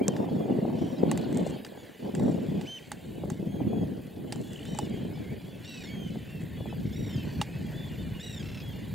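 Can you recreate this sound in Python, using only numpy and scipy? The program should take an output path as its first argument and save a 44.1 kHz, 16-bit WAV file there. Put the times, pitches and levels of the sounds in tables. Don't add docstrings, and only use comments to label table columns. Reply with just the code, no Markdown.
import sys
import numpy as np
from scipy import signal
from scipy.fft import rfft, irfft
from scipy.io import wavfile
from scipy.ndimage import uniform_filter1d

SR = 44100
rng = np.random.default_rng(int(sys.argv[2]) if len(sys.argv) > 2 else 0)


def bounce(signal):
    frames = np.transpose(np.atleast_2d(signal))
    limited = np.clip(frames, -1, 1)
    pcm = np.round(limited * 32767).astype(np.int16)
    wavfile.write(sys.argv[1], SR, pcm)


N = 394254

# [start_s, level_db before the tint below]
GUSTS = [(0.0, -30), (0.77, -29), (0.97, -34.5), (1.04, -26), (1.34, -30), (1.39, -24), (1.67, -46.5),
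         (1.97, -55), (2.06, -34), (2.11, -42), (2.24, -24.5), (2.31, -27), (2.61, -34), (2.76, -56),
         (3.21, -38.5), (3.24, -34), (3.36, -42.5), (3.39, -36.5), (3.78, -28.5), (4.11, -45),
         (4.21, -36.5), (4.58, -42.5), (4.73, -37.5), (5.38, -37.5), (5.4, -47), (5.48, -40), (5.7, -45.5),
         (6.05, -36), (6.25, -45.5), (6.94, -35), (7.42, -35), (7.45, -45), (7.55, -38.5), (7.97, -39.5),
         (8.02, -33), (8.17, -43), (8.71, -41.5), (8.94, -39.5)]
# [pitch_hz, relative level_db per Hz]
WIND_COLOUR = [(8.8, -78), (15, -56), (27, -48), (38, -58), (59, -100), (87, 0), (188, 13.5), (372, 4),
               (754, -10.5), (1210, -30), (2500, -51.5), (3250, -71), (5500, -120)]
# [time_s, deep_bass_lift_db, upper_edge_lift_db]
WIND_TINT = [(0, -18, 12), (1.45, -14, 5), (1.8, 15, 23), (2.4, -11, -1.5), (2.9, 30, 7), (3.6, 6.5, -1.5),
             (4.8, 21, 7.5), (6.0, 16, -12.5), (6.4, 33, -13), (7.0, 28.5, -17), (8.94, 35.5, -16)]
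# [pitch_hz, likeness 0-1]
WIND_LIKENESS = [(30, 0.21), (130, 0.97), (290, 0.37), (640, 0.0083), (1500, 0.024)]
WIND_LEFT_RIGHT_DB = 0.46

# [pitch_hz, relative level_db per Hz]
WASH_COLOUR = [(180, -49), (300, -8), (416, 12), (801, 2.5), (1110, -3), (1230, -11), (1590, 0.5),
               (2200, -7), (3140, -11.5), (4480, -7.5), (5630, -20.5), (7270, -10), (9000, -21),
               (11700, -74), (19800, -120)]
# [time_s, level_db]
WASH_LEVEL = [(0, -57), (1.0, -55), (1.3, -52), (1.52, -51), (1.6, -56.5), (2.05, -56.5), (2.5, -54),
              (3.0, -57.5), (3.2, -58.5), (4.2, -59), (4.77, -53.5), (5.45, -58), (5.8, -55), (6.9, -56),
              (7.1, -52), (8.1, -53.5), (8.94, -54)]
# [pitch_hz, likeness 0-1]
WASH_LIKENESS = [(400, 0.44), (1000, 0.83), (1800, 0.97), (4000, 1)]

# [pitch_hz, relative level_db per Hz]
HISS_COLOUR = [(2350, -71), (4000, -65), (7910, -12), (8250, -3.5), (9280, 1.5), (13200, 0), (15800, 1.5),
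               (16200, -21), (16500, -36)]
HISS_START_DB, HISS_RISE_DB_PER_S = -65.5, 0.1

# [time_s, level_db]
FIZZ_LEVEL = [(0, -78), (4.5, -77), (5.5, -77), (6.5, -72), (7.2, -68.5), (7.8, -72), (8.4, -69),
              (8.94, -70)]
FIZZ_HZ, FIZZ_WIDTH_HZ = 13300, 800

# [start_s, length_s, middle_pitch_hz, start_to_end_glide_hz, level_db, octave_overtone_db]
WHISTLES = [(0.002, 0.053, 2350, 208, -51.5, -35), (0.024, 0.11, 3200, -130, -53, -23),
            (0.28, 0.052, 3330, 2, -60, -25), (0.425, 0.049, 2480, 60, -65, -25),
            (0.514, 0.016, 2840, -40, -58, -25), (0.845, 0.042, 3300, 30, -64, -30),
            (0.965, 0.027, 3930, -50, -58, -30), (1.088, 0.023, 4330, 52, -54, -30),
            (1.206, 0.03, 3370, -100, -58, -30), (1.45, 0.04, 4180, -200, -59, -30),
            (0.376, 0.07, 3350, -200, -58, -21), (0.769, 0.15, 3070, 55, -60.5, -22),
            (1.484, 0.12, 3240, -38, -62, -23), (1.774, 0.067, 3410, -42, -62.5, -5),
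            (2.672, 0.11, 3110, -13, -43, -12), (3.152, 0.13, 3800, -200, -70, -30),
            (3.58, .05, 2400, 150, -65, -30), (3.468, 0.16, 3260, -19, -61, -9),
            (3.682, 0.18, 3340, -140, -60, -11), (4.278, 0.12, 3090, -150, -61, -30),
            (4.907, .07, 4650, -500, -68, -28), (4.44, 0.13, 3420, -27, -60.5, -8),
            (4.66, 0.21, 3020, -190, -54.5, -30), (4.898, 0.042, 2280, -150, -66, -30),
            (4.884, 0.19, 3220, -120, -58, -31), (5.107, 0.14, 2310, 172, -62, -23),
            (5.15, 0.039, 3470, 60, -60, -25), (5.135, 0.035, 5120, -150, -62, -26),
            (5.287, 0.048, 2250, 195, -56.5, -20), (5.443, 0.12, 3410, 170, -62, -32),
            (5.659, 0.17, 2670, -420, -51, -12), (5.854, 0.097, 2237, 123, -52, -8),
            (5.905, 0.19, 3195, -230, -50.5, -17), (6.281, 0.14, 2720, -160, -55.5, -19),
            (6.564, 0.11, 2910, -350, -63, -28), (6.565, 0.13, 3420, -91, -57, -33),
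            (6.687, 0.074, 3030, -450, -60, -31), (6.714, 0.085, 4720, 148, -69, -30),
            (6.797, 0.12, 3780, -350, -74, -30), (7.098, 0.14, 3130, -57, -53, -26),
            (7.168, 0.073, 2700, -180, -55, -10), (7.484, 0.13, 2580, 31, -59.5, -13),
            (7.735, 0.16, 3490, -22, -53.5, -22), (7.9, 0.053, 2860, -130, -56, -30),
            (7.969, 0.115, 2990, -220, -59, -32), (7.987, 0.041, 3590, -100, -56, -15),
            (8.145, 0.05, 2870, -170, -54, -32), (8.222, 0.13, 2820, -250, -53.5, -9),
            (8.613, 0.12, 3330, -150, -53.5, -31), (8.706, 0.072, 4380, -60, -71, -29),
            (8.732, 0.083, 2870, 18, -59, -32)]
LEAD_S = .022
ARCH = .045
WAVER_DB_PER_DB = 0.11

FAR_PITCHES = np.array([1900, 2400, 2800, 3200, 3300, 3600, 4400])
FAR_WHISTLES_PER_S, FAR_WHISTLE_BASE_DB = 260, -73
FAR_TRILLS, FAR_TRILL_BASE_DB = 40, -67
FAR_PURRS, FAR_PURR_BASE_DB = 60, -70

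# [start_s, sharp_peak_db, hollow_over_sharp_db, shell_over_sharp_db, left_right_db]
TICKS = [(0.081, -12, -22.5, -22, -1), (0.165, -53, 17, 20, 0.1), (0.6976, -70.5, 35, 22, 0),
         (1.114, -21, -6.5, -3.5, -2), (1.1751, -28.5, -10, -3.5, 0.1), (1.213, -43, -11, -8, -1),
         (1.327, -37, -15, -4, 1), (1.3463, -37, -12, -14, 2), (1.3727, -25.5, -29, -21, 0.5),
         (1.3827, -36, -20, -20, 1), (1.648, -42, -8, 11, 0.5), (1.665, -41, -22, 2, -1),
         (2.15, -32.5, -13, 0.5, -4.0), (2.1958, -43, 6, 4, -5), (2.612, -37.5, -3, 5, -3.5),
         (2.9169, -29.5, -5.5, 3.5, -2.5), (3.301, -28.5, -8.5, -4, -3.5), (3.319, -43, -14, -5, -4),
         (4.3236, -28.5, -4.5, 3.5, -3), (4.3585, -41, -5, 3, -1), (4.4138, -42, -12, -19, -7),
         (4.5322, -41.5, -20, -3, -7), (4.653, -40, -19, -1, 2), (4.7484, -40, 1, -4, 8),
         (4.7745, -40, -16, -9, 2), (4.7877, -22, -1, -6.5, -4), (4.8968, -45, -18, -11, -3),
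         (7.4139, -30, 4.5, 11, -3.5)]
# [pitch_hz, level_db, time_to_fall_60_db_s, part: 0 sharp, 1 hollow, 2 shell]
BODY_TONES = [(6500, -9, .007, 0), (7550, 0, .011, 0), (8450, -5, .008, 0), (9900, -15, .004, 0),
              (13000, -22, .003, 0), (660, -7, .03, 1), (830, 0, .038, 1), (1080, -6, .02, 1),
              (1750, -2, .015, 2), (2020, 0, .018, 2), (2800, -1, .015, 2), (3300, -4, .012, 2),
              (3800, -2, .015, 2), (4670, -2, .016, 2)]
HOLLOW_RISE_S = 0.0015

# [start_s, notes, note_period_s, held_pitch_hz, last_note_hz, level_db,
#               brightness_db per overtone, third_overtone_lift_db, rasp 0-1]
TRILLS = [(.133, 1, 0.14, 1806, 1825, -60, -4.5, 1, 0.34),
          (.780, 7, 0.033, 1920, 1680, -62.5, -0.8, 8, 0.3),
          (1.091, 6, 0.03, 1495, 1434, -52, -11.5, 11, 0.43),
          (2.155, 7, 0.031, 1910, 1700, -64, 1.5, -1, 0.05),
          (4.655, 7, 0.031, 1907, 1736, -53.5, -3.5, 0, 0.07),
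          (5.632, 7, 0.034, 1503, 1426, -54, -5.5, 7, 0.3),
          (5.644, 8, 0.0322, 1955, 1704, -49, -3.5, 0, 0.21),
          (6.69, 1, 0.042, 1300, 1320, -54, -4, -3, 0.1), (6.926, 8, .0335, 1897, 1590, -52, -3.5, 2, 0.05),
          (7.250, 7, 0.025, 1507, 1425, -58, -1.5, 6.5, 0.26),
          (8.196, 7, 0.0327, 1935, 1628, -44.5, -3.5, -4.5, 0.06),
          (8.427, 7, 0.029, 1353, 1244, -47.5, -2.5, -3, 0.4)]
TRILL_OVERTONES = [-15.5, -2.5, -5, -5, -16]
CLIMB, SAG_POWER = 0.208, 4.2
UNEVEN = .04
CRACK = .12
TRILL_FADE_DB, TRILL_DULL_DB = 0.5, -1
SLIDE_FADE_DB_PER_SHARE = 35

# [start_s, peak_db, left_right_db]
THUMPS = [(0.241, -31, -11), (0.286, -27, -6), (0.398, -45, 0.1), (0.477, -37, -3), (0.649, -24, 2),
          (1.086, -46, .5), (1.463, -23, 10), (2.078, -35, -5), (2.384, -32, -2), (3.234, -26.5, -3),
          (3.602, -29.5, 9), (3.729, -26.5, 10), (5.342, -40, -1), (6.154, -34.5, 4), (6.604, -31, 8),
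          (6.655, -31.5, 9), (6.725, -34, 8)]

# [start_s, length_s, low_pitch_hz, level_db]
PURRS = [(4.5, 0.16, 2600, -51), (0.29, 0.1, 3900, -61), (1.17, 0.09, 3700, -56), (1.25, 0.22, 2700, -62),
         (0.56, 0.074, 1570, -54.5), (0.99, 0.11, 2800, -59), (4.491, 0.31, 1570, -64),
         (6.233, 0.31, 1520, -58.5), (6.814, 0.31, 1770, -59), (7.503, 0.48, 1550, -57.5)]
CHIRPS_PER_S, CHIRP_RISE_HZ = 57, 604

# [start_s, length_s, level_db]
RUBS = [(1.17, 0.067, -74), (1.31, 0.16, -62), (1.447, 0.073, -53.5), (2.12, 0.26, -65), (2.56, 1, -70),
        (4.276, 0.73, -62.5), (6.388, 0.09, -65)]

# [pitch_hz, lead in radians]
PORT_LEAD = [(300, 0), (600, -.5), (1500, 0), (8500, 0), (10500, 2.4), (11600, 2.3), (13300, .5),
             (15000, 1.1)]
TREBLE_LIMIT_HZ = 15830


def amp(db):
    return 10 ** (np.asarray(db) / 20)


def evened(x):
    return x / np.sqrt(np.mean(x ** 2) + 1e-20)


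def smoothed(x, *sizes, axis=-1):
    for size in sizes:
        x = uniform_filter1d(x, size=size, axis=axis)
    return x


def read(points, hz):
    f, value = np.transpose(points)
    return np.interp(np.log(hz + 1), np.log(f + 1), value)


def along(table, column, t):
    columns = np.transpose(table)
    return np.interp(t, columns[0], columns[column])


def add(mix, s, sound, left_right_db=-0.8):
    at = round(s * SR)
    part = mix[:, max(at, 0):at + len(sound)]
    sides = amp([[left_right_db / 2], [-left_right_db / 2]])
    part += sound[max(-at, 0):][:part.shape[1]] * sides


def colour(points, hz):
    db = read(points, hz)
    return db - 10 * np.log10(np.sum(amp(db) ** 2) * 2 / 3)


def noise(field_db, likeness, size, patchy_db, flicker_db):
    frames, hz = 4 * N // size + 5, np.fft.rfftfreq(size, 1 / SR)
    a, b, c, d, patches = rng.standard_normal((frames, len(hz), 5)).T
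    patches = smoothed(patches, 6, axis=0)
    patches = evened(smoothed(patches, 8, axis=1))
    flicker = evened(smoothed(rng.standard_normal(frames), 3))
    same = np.clip(likeness(hz), -1, 1)[:, None]
    left = a + 1j * b
    right = same * left + np.sqrt(1 - same ** 2) * (c + 1j * d)
    t = np.arange(frames) * size / 4 / SR
    level_db = field_db(hz[:, None], t) + patchy_db * patches + flicker_db * flicker
    ports = np.array([left, right]) * amp(level_db)
    return signal.istft(ports, nperseg=size, noverlap=size * 3 // 4)[1][:, :N]


def wind():
    def field(hz, t):
        octaves = np.log2((hz + 1) / 200)
        bright_db = along(WIND_TINT, 2, t) * np.clip(octaves / 3.94, 0, 1.4)
        deep_db = along(WIND_TINT, 1, t) * np.clip(-octaves / 2.45, 0, 1)
        return colour(WIND_COLOUR, hz) + along(GUSTS, 1, t) + bright_db + deep_db
    rush = noise(field, lambda hz: read(WIND_LIKENESS, hz), size=1024, patchy_db=1.5, flicker_db=1.0)
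    lumps = evened(smoothed(rng.standard_normal(N), 300, 200))
    deep = signal.sosfiltfilt(signal.butter(3, 115, fs=SR, output="sos"), rush)
    sides_db = WIND_LEFT_RIGHT_DB * np.array([[.5], [-.5]])
    return deep + (rush - deep) * amp(2.79 * lumps + sides_db)


def marsh():
    def field(hz, t):
        return colour(WASH_COLOUR, hz) + along(WASH_LEVEL, 1, t)
    return noise(field, lambda hz: read(WASH_LIKENESS, hz), size=512, patchy_db=2.5, flicker_db=1.1)


def hiss():
    def field(hz, t):
        return colour(HISS_COLOUR, hz) + HISS_START_DB + HISS_RISE_DB_PER_S * t
    return noise(field, lambda hz: 0.036 + 0 * hz, size=512, patchy_db=0.0, flicker_db=1.8)


def fizz():
    band = [(0, -90), (FIZZ_HZ - 2 * FIZZ_WIDTH_HZ, -40), (FIZZ_HZ - FIZZ_WIDTH_HZ, -5), (FIZZ_HZ, 0),
            (FIZZ_HZ + FIZZ_WIDTH_HZ, -5), (FIZZ_HZ + 3 * FIZZ_WIDTH_HZ, -25), (SR / 2, -60)]

    def field(hz, t):
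        return colour(band, hz) + along(FIZZ_LEVEL, 1, t)
    return noise(field, lambda hz: 0.5 + 0 * hz, size=512, patchy_db=2.5, flicker_db=4.5)


def voice(hz, overtones_db, waver_db):
    turn = 2 * np.pi * (np.cumsum(hz) / SR + rng.random())
    waver = rng.standard_normal((len(overtones_db), len(hz) + 600))
    waver = evened(smoothed(waver, 300))[:, 300:-300]
    tones = [amp(db + waver_db * waver[k]) * np.sin((k + 1) * turn) for k, db in enumerate(overtones_db)]
    return np.sqrt(2) * sum(tones)


def whistle(length, pitch_hz, glide_hz, db, octave_db, waver_db=2.0, arch=None):
    t = np.arange(-LEAD_S, length + .017, 1 / SR)
    u = np.clip(2 * t / length - 1, -1, 1)
    if arch is None:
        arch = ARCH * min(.16 / length, 1) ** 3
    lead = (-t / LEAD_S).clip(0)
    drop = ((t - length + 0.00352) / 0.01596).clip(0)
    hz = pitch_hz * (1 - arch * abs(u) ** 2.8) + glide_hz / 2 * u
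    hz *= 1 - .32 * lead ** .45 - .3 * drop ** 1.3
    swell_db = -3.0 * u ** 2 - 9.0 * lead ** .45 - 7 * drop
    tone = voice(hz, [0, octave_db, 2 * octave_db], waver_db)
    return amp(db + swell_db) * tone * signal.windows.tukey(len(t), .08)


def far_flock(out):
    for when, long, pitch, rise, fall, loud, side in rng.random((round(FAR_WHISTLES_PER_S * N / SR), 7)):
        hz = FAR_PITCHES[int(pitch * len(FAR_PITCHES))] * (.88 + .24 * side)
        s = when * N / SR
        swell_db = .9 * (along(WASH_LEVEL, 1, s) + 54)
        air_db = -12 * max(hz / 3000 - 1, 0) * 1.1
        db = FAR_WHISTLE_BASE_DB + 7 * loud + swell_db + air_db
        glide_hz = hz * (.08 * rise - .14 * fall)
        call = whistle(.02 + .11 * long ** 2, hz, glide_hz, db, -22, 4.0, .04 * rise + .07 * fall)
        add(out, s, call, 6 * rise - 4)
    for when, long, pitch, loud in rng.random((FAR_TRILLS, 4)):
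        hz = 1350 + 600 * pitch
        call = trill(3 + 5 * long, .032, hz, .9 * hz, FAR_TRILL_BASE_DB + 5 * loud, -3, 2, .5)
        add(out, when * N / SR, call)
    for when, long, pitch, loud in rng.random((FAR_PURRS, 4)):
        db = FAR_PURR_BASE_DB + 5 * loud - 4 * pitch
        call = purr(.06 + .15 * long, 2000 + 2200 * pitch ** 1.5, db)
        add(out, when * N / SR, call, 6 * long - 4)


def flock():
    out = np.zeros((2, N))
    for s, length, pitch_hz, glide_hz, db, octave_db in WHISTLES:
        waver_db = np.clip(WAVER_DB_PER_DB * (-41 - db), .4, 3.5)
        add(out, s - LEAD_S, whistle(length, pitch_hz, glide_hz, db, octave_db, waver_db), -1.3)
    for s, *call in TRILLS:
        add(out, s, trill(*call))
    for s, *call in PURRS:
        add(out, s, purr(*call))
    far_flock(out)
    both, own = rng.standard_normal(8000), rng.standard_normal((2, 8000))
    echoes = (both + 0.5 * own) * amp(-60 * np.arange(8000) / SR / 0.39)
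    echoes /= np.linalg.norm(echoes[0])
    return out + amp(-12) * signal.oaconvolve(out, echoes, axes=1)[:, :N]


def camera():
    out, t = np.zeros((2, N)), np.arange(2400) / SR
    for s, peak_db, hollow_db, shell_db, left_right_db in TICKS:
        blow = rng.standard_normal(500) * np.exp(-t[:500] / .0009) * np.clip(t[:500] / .0005, 0, 1)
        grip, ring = rng.standard_normal((len(BODY_TONES), 2)), np.zeros(len(t))
        for part, part_db in enumerate([0, hollow_db, shell_db]):
            tones = np.zeros(len(t))
            for (hz, db, t60, tone_part), (shift, looseness) in zip(BODY_TONES, grip):
                if tone_part == part:
                    fading = amp(db + 2.5 * looseness - 60 * t / t60)
                    tones += fading * np.sin(2 * np.pi * hz * (1 + .02 * shift) * t)
            if part == 1:
                rung = tones * (1 - np.exp(-(t / HOLLOW_RISE_S) ** 2))
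            else:
                rung = np.convolve(blow, tones)[:len(t)]
            ring += amp(peak_db + part_db) * rung / abs(rung).max()
        snap = rng.standard_normal(len(t)) * amp(-60 * t / 0.071)
        snap = signal.lfilter([0.19, -0.82, -0.4, -0.95], [1], snap)
        ring += amp(peak_db + max(shell_db, -20) - 16.5) * snap
        add(out, s, ring, left_right_db)
    return out


def trill(notes, period, held_hz, last_hz, db, bright_db, third_db, rasp):
    notes = round(notes)
    count = np.arange(0, notes, 1 / (period * SR))
    uneven = UNEVEN * np.r_[0, rng.standard_normal(20)]
    count = np.interp(count, np.arange(21) + uneven, np.arange(21)).clip(0, notes - 1e-6)
    note = count.astype(int)
    since, left = count % 1 * period, (1 - count % 1) * period
    progress, done = note / max(note[-1], 1), count / count[-1]
    note_hz = held_hz - (held_hz - last_hz) * (progress ** SAG_POWER + CLIMB * (note == 0))
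    strain = np.clip((note_hz - 1300) / 250, .15, 1)
    start = np.where(note == 0, -.15 * np.exp(-since / 0.00744), 0.016 * np.exp(-since / 0.00286))
    crack = CRACK * progress ** 4 * np.exp(-(since / .004) ** 2)
    slide = .15 * np.clip((.012 - left) / .007, 0, 1.5) ** 1.6
    hz = note_hz * (1 + strain * (start - slide) + crack)
    gate = np.clip(since / .0015, 0, 1) * np.clip((left - .004) / .005, 0, 1)
    tilt_db = bright_db - TRILL_DULL_DB * done
    overtones_db = [o + tilt_db * (k - 1) + third_db * (k == 2) for k, o in enumerate(TRILL_OVERTONES)]
    husk = evened(smoothed(rng.standard_normal(len(note)), 24, 9))
    husk *= .5 + 2.5 * np.exp(-since / 0.0058)
    shimmer = 1 + np.clip(rasp, 0, 1) * (husk - 1)
    level_db = db - TRILL_FADE_DB * done - SLIDE_FADE_DB_PER_SHARE * strain * slide
    return amp(level_db) * gate * shimmer * voice(hz, overtones_db, waver_db=2.0)


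def thumps():
    out, t = np.zeros((2, N)), np.arange(1300) / SR
    dull = signal.butter(4, [200, 750], "band", fs=SR, output="sos")
    for s, db, left_right_db in THUMPS:
        puff = rng.standard_normal(len(t)) * amp(-60 * t / 0.029) * np.clip(t / 0.0024, 0, 1)
        puff = signal.sosfilt(dull, puff)
        add(out, s, amp(db) * puff / abs(puff).max(), left_right_db)
    return out


def purr(length, low_hz, db):
    t = np.arange(0, length, 1 / SR)
    u = t * CHIRPS_PER_S % 1
    gate = np.sin(np.pi * np.clip(u / 0.85, 0, 1)) ** 2
    tone = voice(low_hz + CHIRP_RISE_HZ * u / .7, [0], waver_db=4.5)
    return amp(db) * gate * tone * signal.windows.tukey(len(t), .3)


def rustle():
    sizes = amp(3 * np.minimum(rng.exponential(1, N), 5))
    slips = sizes * (rng.random(N) < 800 / SR) * rng.choice([-1, 1], N)
    t = np.arange(500) / SR
    tones = sum(amp(db - 60 * t / (.3 * t60)) * np.sin(2 * np.pi * hz * t)
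                for hz, db, t60, part in BODY_TONES if part == 0)
    level = np.zeros((2, N))
    for s, length, db in RUBS:
        add(level, s, amp(db) * signal.windows.tukey(round(length * SR), .6), 0)
    return level * evened(signal.oaconvolve(slips, tones)[:N])


def scene():
    return wind() + marsh() + hiss() + fizz() + flock() + camera() + thumps() + rustle()


def record(dry):
    turn = np.exp(-1j * read(PORT_LEAD, np.fft.rfftfreq(N, 1 / SR)))
    ports = np.array([dry[0], irfft(rfft(dry[1]) * turn, N)])
    cut = signal.sosfilt(signal.butter(2, 45, "high", fs=SR, output="sos"), ports)
    limit = signal.firwin(511, TREBLE_LIMIT_HZ, window=("kaiser", 9), fs=SR)
    return signal.oaconvolve(cut, limit[None], "same")


dry = scene()
out = record(dry)
bounce(out)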